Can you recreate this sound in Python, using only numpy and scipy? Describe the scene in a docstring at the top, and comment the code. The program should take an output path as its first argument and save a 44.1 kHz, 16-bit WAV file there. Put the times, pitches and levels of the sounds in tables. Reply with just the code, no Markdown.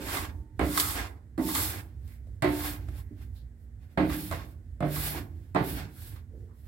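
"""A hard-walled kitchen with a low ventilation hum; a steel bench scraper works on a floured steel table.
Each landing rings the sheet top: summed decaying modes plus a crowd of upper modes made from noise.
Strokes toward the dough are shaped noise: bright flour hiss, steel rasp and the hand-damped blade's ring.
Catches ring the blade briefly, soft handling adds rubs, and the top rumbles under pushes and leaning weight."""
import sys
import numpy as np
from scipy import signal
from scipy.fft import rfft, irfft, next_fast_len
from scipy.io import wavfile

SR = 44100
rng = np.random.default_rng(int(sys.argv[2]) if len(sys.argv) > 2 else 0)


def write(x):
    x = np.atleast_2d(x).T
    wavfile.write(sys.argv[1], SR, np.round(np.clip(x, -1, 1) * 32767).astype(np.int16))

N = 294279
T = np.arange(N) / SR  # seconds

# Pushes of the edge toward the dough. Each row: fastest at in seconds, speeding up in seconds,
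# slowing down in seconds, then relative levels in dB of flour hiss, rasp, blade ring and final bite,
# and extra lower hiss of a flat-held blade in dB.
STROKES = [(0.172, 0.23, 0.11, -36.5, -34, -44, -51, 6.5), (0.841, 0.27, 0.25, -33, -41.5, -36, -37, 6.5),
           (1.575, 0.2, 0.25, -28, -38, -43, -42, 3.5), (2.661, 0.24, 0.135, -35.5, -41.5, -45.5, -51.5, 1),
           (4.199, 0.2, 0.27, -39, -51, -66.5, -46, -4), (5.03, 0.18, 0.2, -30, -39, -54, -44, -1),
           (5.71, 0.13, 0.14, -36.5, -45.5, -62.5, -45.5, -4),
           (6.048, 0.18, 0.16, -46.5, -58, -83, -61, -1)]
# Blade lands on a corner, falls flat, then the heel of the hand settles. Each row: start in seconds,
# flat after in seconds, settled after in seconds, boom of the top in dB, corner clang in dB,
# flat clang in dB, edge tick in dB, extra of the deep belly modes in dB, hardness in dB per octave,
# favoured pitch of the spot in Hz, ring length as a factor.
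LANDINGS = [(-0.1, 0.018, 0.04, -32.5, -48, -38.5, -60, -12.5, -13.5, 310, 1.8),
            (0.593, 0.018, 0.04, -26, -29.5, -31.5, -51, -2, 0.5, 338, 0.75),
            (1.378, 0.015, 0.071, -25, -35.5, -38, -58, 0, -4, 317, 0.85),
            (2.422, 0.02, 0.05, -24, -27.5, -29.5, -43, -5, 2.7, 680, 0.86),
            (2.886, 0.006, 0.012, -63.5, -53.5, -63.5, -64.5, 1, 1, 546, 0.053),
            (3.974, 0.026, 0.053, -23, -26, -33.5, -61, 1, 0.5, 900, 0.9),
            (4.312, 0.012, 0.03, -46.5, -37, -40.5, -47, 3.5, 0.5, 992, 0.6),
            (4.805, 0.02, 0.036, -28, -34.5, -30, -58.5, 10.5, -1, 592, 0.92),
            (5.547, 0.011, 0.057, -25.5, -31.5, -24, -54.5, 4.5, 0, 900, 0.78)]
# Edge catches on dried dough and springs free. Each row: start in seconds, blade ring in dB,
# snap in dB, ring t60 in seconds.
CATCHES = [(0.085, -41.5, -68.5, 0.22), (0.17, -34.5, -43.5, 0.18), (0.775, -28, -30.5, 0.065),
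           (0.799, -46, -27, 0.043), (1.488, -40, -45, 0.19), (1.55, -32, -32.5, 0.24),
           (2.077, -82.5, -65, 0.025), (2.271, -81.5, -76, 0.03), (2.606, -45, -60, 0.098),
           (4.096, -42, -58, 0.17), (4.132, -63, -47.5, 0.045), (4.324, -40, -52, 0.12),
           (4.96, -42.5, -45.5, 0.3), (6.161, -58, -66, 0.09)]
# Short drags over flour and dough. Each row: centre in seconds, half length in seconds,
# relative hiss in dB, relative rasp in dB.
BRUSHES = [(0.77, 0.035, -35.5, -42.5), (0.803, 0.039, -29, -48), (2.11, 0.12, -60.5, -70),
           (2.925, 0.11, -64.5, -63), (2.986, 0.055, -54, -62), (3.22, 0.071, -61, -59),
           (3.372, 0.065, -64.5, -75.5), (3.62, 0.08, -74, -92), (3.838, 0.06, -70.5, -67),
           (3.927, 0.065, -72, -73.5), (4.127, 0.059, -51, -42), (4.496, 0.081, -63, -69),
           (5.439, 0.22, -73, -75.5), (6.602, 0.11, -66.5, -81), (6.665, 0.045, -65, -64.5)]
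# Soft bumps, pats and rubs of hands, sleeve and dough. Each row: start in seconds, centre in Hz,
# level in dB, rise in seconds.
HANDLING = [(2.07, 2080, -68, 0.038), (2.27, 498, -59, 0.0036), (2.937, 1920, -75, 0.071),
            (3.106, 300, -48.5, 0.013), (3.19, 1930, -79, .025), (3.351, 4030, -66, 0.023),
            (5.143, 760, -41, 0.007), (5.15, 300, -43, 0.027), (5.96, 1541, -62.5, 0.017),
            (6.304, 423, -57.5, 0.041), (6.366, 385, -63, 0.03), (6.481, 1070, -68, 0.02)]
# The cook's weight shifts on the top. Each row: centre in seconds, half length in seconds, rumble in dB.
LEANS = [(0.362, 0.15, -38.5), (0.637, 0.11, -32), (2.053, 0.23, -43.5), (2.325, 0.17, -42),
         (2.882, 0.22, -36), (3.243, 0.37, -42.5), (4.068, 0.16, -34.5), (4.714, 0.19, -45.5),
         (5.384, 0.31, -42.5), (6.408, 0.18, -41)]
# Modes of the steel top. Each row: frequency in Hz, relative level in dB, t60 in seconds before scaling.
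TOP_MODES = [(66.8, -7, .7), (91, -5.5, 0.23), (127, 5.5, 0.19), (148, -4.5, 0.96), (173, -6, 0.45),
             (184.3, -6.5, 0.65), (246, -4.5, 0.2), (267.3, -4, 0.49), (306.6, 5, 0.22),
             (297.5, -1.5, 0.89), (311.4, -2, 1), (318, -1, 0.21), (361.7, -1, 0.3), (386.5, -6, 0.55),
             (425.6, -5, 0.17), (537.5, -12.5, 0.52), (609, -11.5, 0.45), (663.7, -14.5, 0.41),
             (897, -21, 0.77), (1077, -13.5, 0.25)]
# Crowded upper modes of the top. Each row: frequency in Hz, relative level in dB.
CLANG_SPECTRUM = [(100, -13), (300, -3), (470, -4.5), (700, 5), (830, -5.5), (1100, -3.5), (1450, -7.5),
                  (1750, -9), (2050, -8), (2900, -22), (4300, -27), (6000, -44.5), (16000, -49)]
# Their decay. Each row: frequency in Hz, t60 in seconds before the landing's length factor.
CLANG_T60 = [(200, 1), (700, 0.11), (2000, 0.33), (8000, 0.75)]
# Modes of the hand-damped blade. 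Each row: frequency in Hz, width in Hz, relative level in dB.
BLADE_MODES = [(866, 53, -2), (1083, 180, 5), (1246, 260, -1.5), (1620, 110, -3.5), (2030, 200, -0.5),
               (2580, 110, -18.5), (3620, 140, -8), (3980, 240, -17), (4130, 1000, -15)]
# Spectra of edge snap, flour hiss, steel rasp, flexing top and moving air.
# Each row: frequency in Hz, relative level in dB.
SNAP_SPECTRUM = [(300, -25), (1500, -9.5), (4200, 2.5), (6000, -6.5), (8200, 3), (12000, -7.5),
                 (16000, -5.5)]
HISS_SPECTRUM = [(1000, -28), (4000, -5), (6000, -11), (8200, -6.5), (9500, -6.5), (10700, -3), (11700, 1),
                 (12600, -4), (13500, -0.5), (14500, -9), (16000, -3)]
RASP_SPECTRUM = [(100, -24), (300, 7), (520, 0), (750, 5.5), (1100, -3.5), (1500, -0.5), (2100, 3),
                 (2900, -3.5), (4000, -5.5), (5500, -9), (8000, -14), (16000, -48)]
FLEXING_SPECTRUM = [(25, -35.5), (40, -31.5), (56, 5), (70, 0.5), (90, 1.5), (115, -6.5), (160, -22.5),
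                    (300, -25), (450, -34.5), (1000, -57)]
AIR_SPECTRUM = [(25, -35), (40, 2), (60, -6), (130, -8.5), (200, -24), (260, -22.5), (400, -29), (700, -34),
                (1100, -44.5), (1900, -36), (2600, -51), (6000, -54.5), (8000, -49.5), (16000, -63.5)]
# Ventilation hum. Each row: frequency in Hz, mean level in dB.
HUM = [(59.2, -57), (231.5, -67)]
# Likeness of the two microphone ports. Each row: frequency in Hz, likeness 0-1.
LIKENESS = [(60, .99), (300, .98), (500, .65), (1000, .2), (2000, .04), (16000, 0)]
# Colour of the ports. Each row: frequency in Hz, left minus right in dB.
PORTS = [(60, -5.5), (200, -6), (400, -3.5), (750, -4.5), (1100, -6.5), (1550, -7.5), (2100, -4.5),
         (3000, -3.5), (6400, 1), (8200, -6), (10200, -3), (11600, -6), (12800, -2), (15500, -2.5)]
# Decay of the room. Each row: frequency in Hz, t60 in seconds.
KITCHEN_T60 = [(100, 0.93), (1000, 0.39), (4000, 0.077), (14000, 0.3)]

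AIR_DB = -55.5
TOP_HZ = 15900  # upper band limit
STROKE_EDGE_DB = 29  # fall of an arch after its rise or fall time
HISS_ARCH, RASP_ARCH = 2.01, 1.34  # exponents: higher is flatter on top
RASP_SPAN = 1.235  # rasp needs less speed, so lasts this much longer than hiss
BITE_AT, BITE_S = 0.61, 0.12  # share of the slowing down; half length
REST_RUMBLE_DB, PUSH_RUMBLE_DB = -48, -38  # resting hands; firm push
FIRM_RASP_DB = -34  # rasp of a firm push; a lighter one loads the top less
CORNER_BOOM_DB, SETTLE_BOOM_DB = -4.5, -3.5  # relative to the flat fall
SETTLE_CLANG_DB, FLAT_TICK_DB = -12, -7  # relative to the flat clang; to the corner tick


def undb(db):
    """Decibels to gain."""
    return np.exp(np.asarray(db) * (np.log(10) / 20))


def unit(x):
    """Scale to rms 1."""
    return x / np.sqrt(np.mean(x ** 2))


def at_hz(points, hz):
    """Read (Hz, value) points on a log-frequency axis."""
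    f, value = np.transpose(points)
    return np.interp(np.log(np.maximum(hz, 1)), np.log(f), value)


def shape(x, gain):
    """Filter by a gain that is a function of frequency."""
    size = next_fast_len(x.shape[-1] + 4096, real=True)
    spectrum = rfft(x.astype(np.float32), size)
    hz = np.arange(spectrum.shape[-1], dtype=np.float32) * np.float32(SR / size)
    return irfft(spectrum * gain(hz).astype(np.float32), size)[..., :x.shape[-1]]


def colour(x, points):
    """Shape x by a (Hz, dB) spectrum, at rms 1."""
    return unit(shape(x, lambda hz: undb(at_hz(points, hz))))


def resonance(hz, centre_hz, width_hz):
    """Gain of one resonance with steep skirts."""
    return 1 / (1 + (2 * (hz - centre_hz) / width_hz) ** 2)


def band_pass(x, centre_hz, width_hz):
    """One resonance with steep skirts, applied to a sound."""
    section = np.concatenate(signal.iirpeak(centre_hz, centre_hz / width_hz, fs=SR))
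    return signal.sosfilt([section, section], x)


def diffuse(size):
    """Noise at two close ports: alike in the bass, unrelated in the treble."""
    def mid_side_gain(hz):
        likeness = np.clip(at_hz(LIKENESS, hz), 0, 1)
        return np.sqrt(1 + np.array([[1], [-1]]) * likeness)

    mid, side = shape(rng.standard_normal((2, size), dtype=np.float32), mid_side_gain)
    return np.array([mid + side, mid - side]) / np.sqrt(2)


def fade(t, t60_s):
    """Exponential decay."""
    return np.exp(-np.log(1000) * t / t60_s)


def die_away(x, t60s):
    """Let every octave of x decay at its own rate."""
    out = 0
    for centre_hz in 2. ** np.arange(5, 15):
        band = shape(x, lambda hz: np.maximum(1 - abs(np.log2((hz + 1) / centre_hz)), 0))
        out = out + band * fade(T[:x.shape[-1]], at_hz(t60s, centre_hz))
    return out


def walk(rate_hz):
    """A random wander of spread 1, with `rate_hz` new targets a second."""
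    steps = rng.standard_normal(8192)
    return unit(np.interp(T * rate_hz, np.arange(len(steps)), steps))


def arch(s, rise_s, fall_s, power=2):
    """Gain of one sweep of the arm: swells to 1 at time s and dies down again."""
    gain = np.zeros(N)
    near = (T > s - 3 * rise_s) & (T < s + 3 * fall_s)
    away = np.maximum((s - T[near]) / rise_s, (T[near] - s) / fall_s)
    gain[near] = undb(-STROKE_EDGE_DB * away ** power)
    return gain


def add(track, s, sound):
    """Mix a sound into the track at time s; it may have begun before 0."""
    i = int(s * SR)
    sound, i = sound[..., max(-i, 0):], max(i, 0)
    track[:, i:i + sound.shape[-1]] += sound[..., :N - i]


def strike(ring, db):
    """Scale a ring so that its first 20 ms have the given level."""
    return ring * undb(db) / np.sqrt(np.mean(ring[..., :SR // 50] ** 2))


def ventilation(waver_db=1, waver_hz=15):
    """Steady moving air as shaped noise, with hum tones that waver in level."""
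    hum = 0
    for hz, db in HUM:
        level = np.sqrt(2) * undb(db + waver_db * walk(waver_hz))
        hum = hum + level * np.sin(2 * np.pi * hz * T)
    return colour(diffuse(N), AIR_SPECTRUM) * undb(AIR_DB) + hum


def kitchen(x, wet_db, first_wall_s=0.01):
    """Add the diffuse answer of the hard walls: decaying noise as the room's impulse response."""
    tail = die_away(diffuse(SR), KITCHEN_T60) * (T[:SR] > first_wall_s)
    tail = unit(tail) / np.sqrt(SR)  # unit energy
    return x + undb(wet_db) * signal.fftconvolve(x, tail, axes=1)[:, :N]


def flexing(push_span=1.58, load_share=0.18, push_lag=0.35, wander_db=0.5, wander_hz=7):
    """The wide top rumbles in its lowest modes under each push and as weight shifts on it."""
    pushes, leans = np.zeros((2, N))
    for s, rise_s, fall_s, _, rasp_db, *_ in STROKES:
        weight = undb(load_share * (rasp_db - FIRM_RASP_DB))
        pushes += weight * arch(s + push_lag * fall_s, push_span * rise_s, push_span * fall_s)
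    for s, half_s, db in LEANS:
        leans += undb(db) * arch(s, half_s, half_s)
    load = np.sqrt(undb(REST_RUMBLE_DB) ** 2 + (undb(PUSH_RUMBLE_DB) * pushes) ** 2 + leans ** 2)
    return colour(diffuse(N), FLEXING_SPECTRUM) * load * undb(wander_db * walk(wander_hz))


def handling(width_share=0.42):
    """Soft contacts swell and die, each a noise in its own band."""
    out, t = np.zeros((2, N)), T[:SR // 2]
    for s, centre_hz, db, rise_s in HANDLING:
        rub = unit(shape(diffuse(len(t)), lambda hz: resonance(hz, centre_hz, width_share * centre_hz)))
        swell = t / rise_s * np.exp(1 - t / rise_s)  # peaks at 1
        add(out, s, undb(db) * rub * swell)
    return out


def snap(t60_s):
    """The short bright crack of the steel edge: fading noise."""
    t = T[:SR // 4]
    return colour(diffuse(len(t)), SNAP_SPECTRUM) * fade(t, t60_s)


def catches(snap_t60_s=0.06):
    """The blade snags, lets go with a snap and rings briefly in the hand."""
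    def blade_gain(hz):
        return sum(undb(db) * resonance(hz, f, width_hz) for f, width_hz, db in BLADE_MODES)

    out, t = np.zeros((2, N)), T[:SR // 4]
    for s, ring_db, snap_db, ring_t60_s in CATCHES:
        ring = shape(diffuse(len(t)), blade_gain)
        add(out, s, strike(ring * fade(t, ring_t60_s), ring_db))
        add(out, s, strike(snap(snap_t60_s), snap_db))
    return out


def landings(spot_db=6, spot_width=0.22, scatter_db=7.0, travel=0.1299, spread_s=0.004, tick_t60_s=0.045,
             deep_hz=230, contact_s=0.0008, deep_length=0.86, belly_hz=150, belly_width_hz=130):
    """Contacts ring the top; the spot favours some modes, a pressing blade damps all but the deep ones."""
    out, t = np.zeros((2, N)), T[:SR]
    hz, db, t60_s = np.transpose(TOP_MODES)[:, :, None]
    swell = 1 - np.exp(-t / spread_s)  # bending waves take a moment to fill the sheet
    lag = travel * np.sqrt(hz)  # in cycles: grows with the root of frequency
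    waves = swell * np.sin(2 * np.pi * (hz * t - lag))
    for (s, flat_s, settled_s, boom_db, corner_db, flat_db, tick_db,
         deep_db, hardness, spot_hz, length) in LANDINGS:
        def favour(f):
            """Extra dB of the modes that swing widest at this spot."""
            return spot_db * resonance(f, spot_hz, spot_width * spot_hz)

        mode_db = db + deep_db * resonance(hz, belly_hz, belly_width_hz) + favour(hz)
        mode_t60_s = t60_s * np.where(hz < deep_hz, deep_length, length)
        modes = undb(mode_db) * waves * fade(t, mode_t60_s)

        crowd = diffuse(SR // 2)  # each spot wakes its own crowd of upper modes
        clang = shape(crowd, lambda f: undb(at_hz(CLANG_SPECTRUM, f) + hardness * np.log2(f + 100) + favour(f)))
        clang = die_away(clang, [(f, decay_s * length) for f, decay_s in CLANG_T60])
        clang = clang * (1 - np.exp(-t[:SR // 2] / contact_s))

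        contacts = [(s, boom_db + CORNER_BOOM_DB, corner_db),
                    (s + flat_s, boom_db, flat_db),
                    (s + settled_s, boom_db + SETTLE_BOOM_DB, flat_db + SETTLE_CLANG_DB)]
        for when_s, low_db, clang_db in contacts:
            scatter = undb(scatter_db * rng.standard_normal(hz.shape))
            boom = (scatter * modes).sum(axis=0)
            add(out, when_s, strike(boom, low_db))
            add(out, when_s, strike(clang, clang_db))
        add(out, s, strike(snap(tick_t60_s), tick_db))
        add(out, s + flat_s, strike(snap(tick_t60_s), tick_db + FLAT_TICK_DB))
    return out


def stroke_gains(brush_ring_db=-7, bite_ring_db=-6):
    """Hiss swells with each sweep; rasp and ring last longer and flare as the edge digs in before stopping."""
    hiss, lower, rasp, ring = np.zeros((4, N))
    for s, rise_s, fall_s, hiss_db, rasp_db, ring_db, bite_db, flat_db in STROKES:
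        landed_s = max(row[0] for row in LANDINGS if row[0] < s)
        touching = T >= landed_s  # silent until the blade has landed
        slide = undb(hiss_db) * touching * arch(s, rise_s, fall_s, HISS_ARCH)
        grip = touching * arch(s, RASP_SPAN * rise_s, RASP_SPAN * fall_s, RASP_ARCH)
        bite = undb(bite_db) * arch(s + BITE_AT * fall_s, BITE_S, BITE_S)
        hiss += slide
        lower += (undb(flat_db) - 1) * slide
        rasp += np.hypot(undb(rasp_db) * grip, bite)
        ring += np.hypot(undb(ring_db) * grip, undb(bite_ring_db) * bite)
    for s, half_s, hiss_db, rasp_db in BRUSHES:
        touch = arch(s, half_s, half_s)
        hiss += undb(hiss_db) * touch
        rasp += undb(rasp_db) * touch
        ring += undb(rasp_db + brush_ring_db) * touch
    return hiss, lower, rasp, ring


def blade_ring(friction, turns_db=3, turns_hz=32):
    """The point of contact wanders along the edge, so the blade's modes take turns."""
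    ring = 0
    for hz, width_hz, db in BLADE_MODES:
        ring = ring + undb(db + turns_db * walk(turns_hz)) * band_pass(friction, hz, width_hz)
    return unit(ring)


def sheet(x, rebound=0.5, ring_t60_s=0.06, above_hz=600):
    """Bending waves rebound from the rims and comb everything above the boom with fine metallic peaks."""
    t = T[:SR // 8]
    echoes = unit(rng.standard_normal((2, len(t))) * fade(t, ring_t60_s)) / np.sqrt(len(t))
    upper = signal.sosfilt(signal.butter(1, above_hz, "high", fs=SR, output="sos"), x)
    rebounds = signal.fftconvolve(upper, echoes, axes=1)[:, :N]
    return x + (np.sqrt(1 - rebound ** 2) - 1) * upper + rebound * rebounds


def scraping(hiss_db=-1.0, rasp_db=0, ring_db=-3.0, grain_db=0.05, grain_hz=1100, slip_db=-0.43, slip_hz=170,
             patch_db=2.2, patch_hz=40, lower_hz=7000, lower_width_hz=5000):
    """Flour grains crush evenly under the edge, which sticks and slips over thick and thin patches."""
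    hiss_gain, lower_gain, rasp_gain, ring_gain = stroke_gains()
    grains = undb(grain_db * walk(grain_hz))
    slips_db = slip_db * walk(slip_hz) + patch_db * walk(patch_hz)
    hiss = colour(diffuse(N) * grains * undb(slips_db / 2), HISS_SPECTRUM)
    lower = shape(hiss, lambda hz: resonance(hz, lower_hz, lower_width_hz))
    rasp = colour(diffuse(N) * grains * undb(slips_db), RASP_SPECTRUM)
    ring = blade_ring(diffuse(N) * grains * undb(slips_db))
    flour = undb(hiss_db) * (hiss_gain * hiss + lower_gain * lower)
    steel = undb(rasp_db) * rasp_gain * rasp + undb(ring_db) * ring_gain * ring
    return flour + steel


def scene():
    """Blows and strokes in the room, over the table's rumble and the ventilation."""
    blows = kitchen(landings() + catches(), wet_db=-12)
    strokes = kitchen(sheet(scraping()) + handling(), wet_db=-10.5)
    return blows + strokes + flexing() + ventilation()


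def record(dry):
    """Each port has its own colour, the right mostly louder; the deepest bass and the top are cut."""
    halves = np.array([[0.5], [-0.5]])  # left, right share of the difference
    heard = shape(dry, lambda hz: undb(halves * at_hz(PORTS, hz)))
    heard = signal.sosfilt(signal.butter(3, 38, "high", fs=SR, output="sos"), heard)
    return signal.sosfilt(signal.ellip(12, 0.1, 80, TOP_HZ, fs=SR, output="sos"), heard)


dry = scene()
out = record(dry)
write(out)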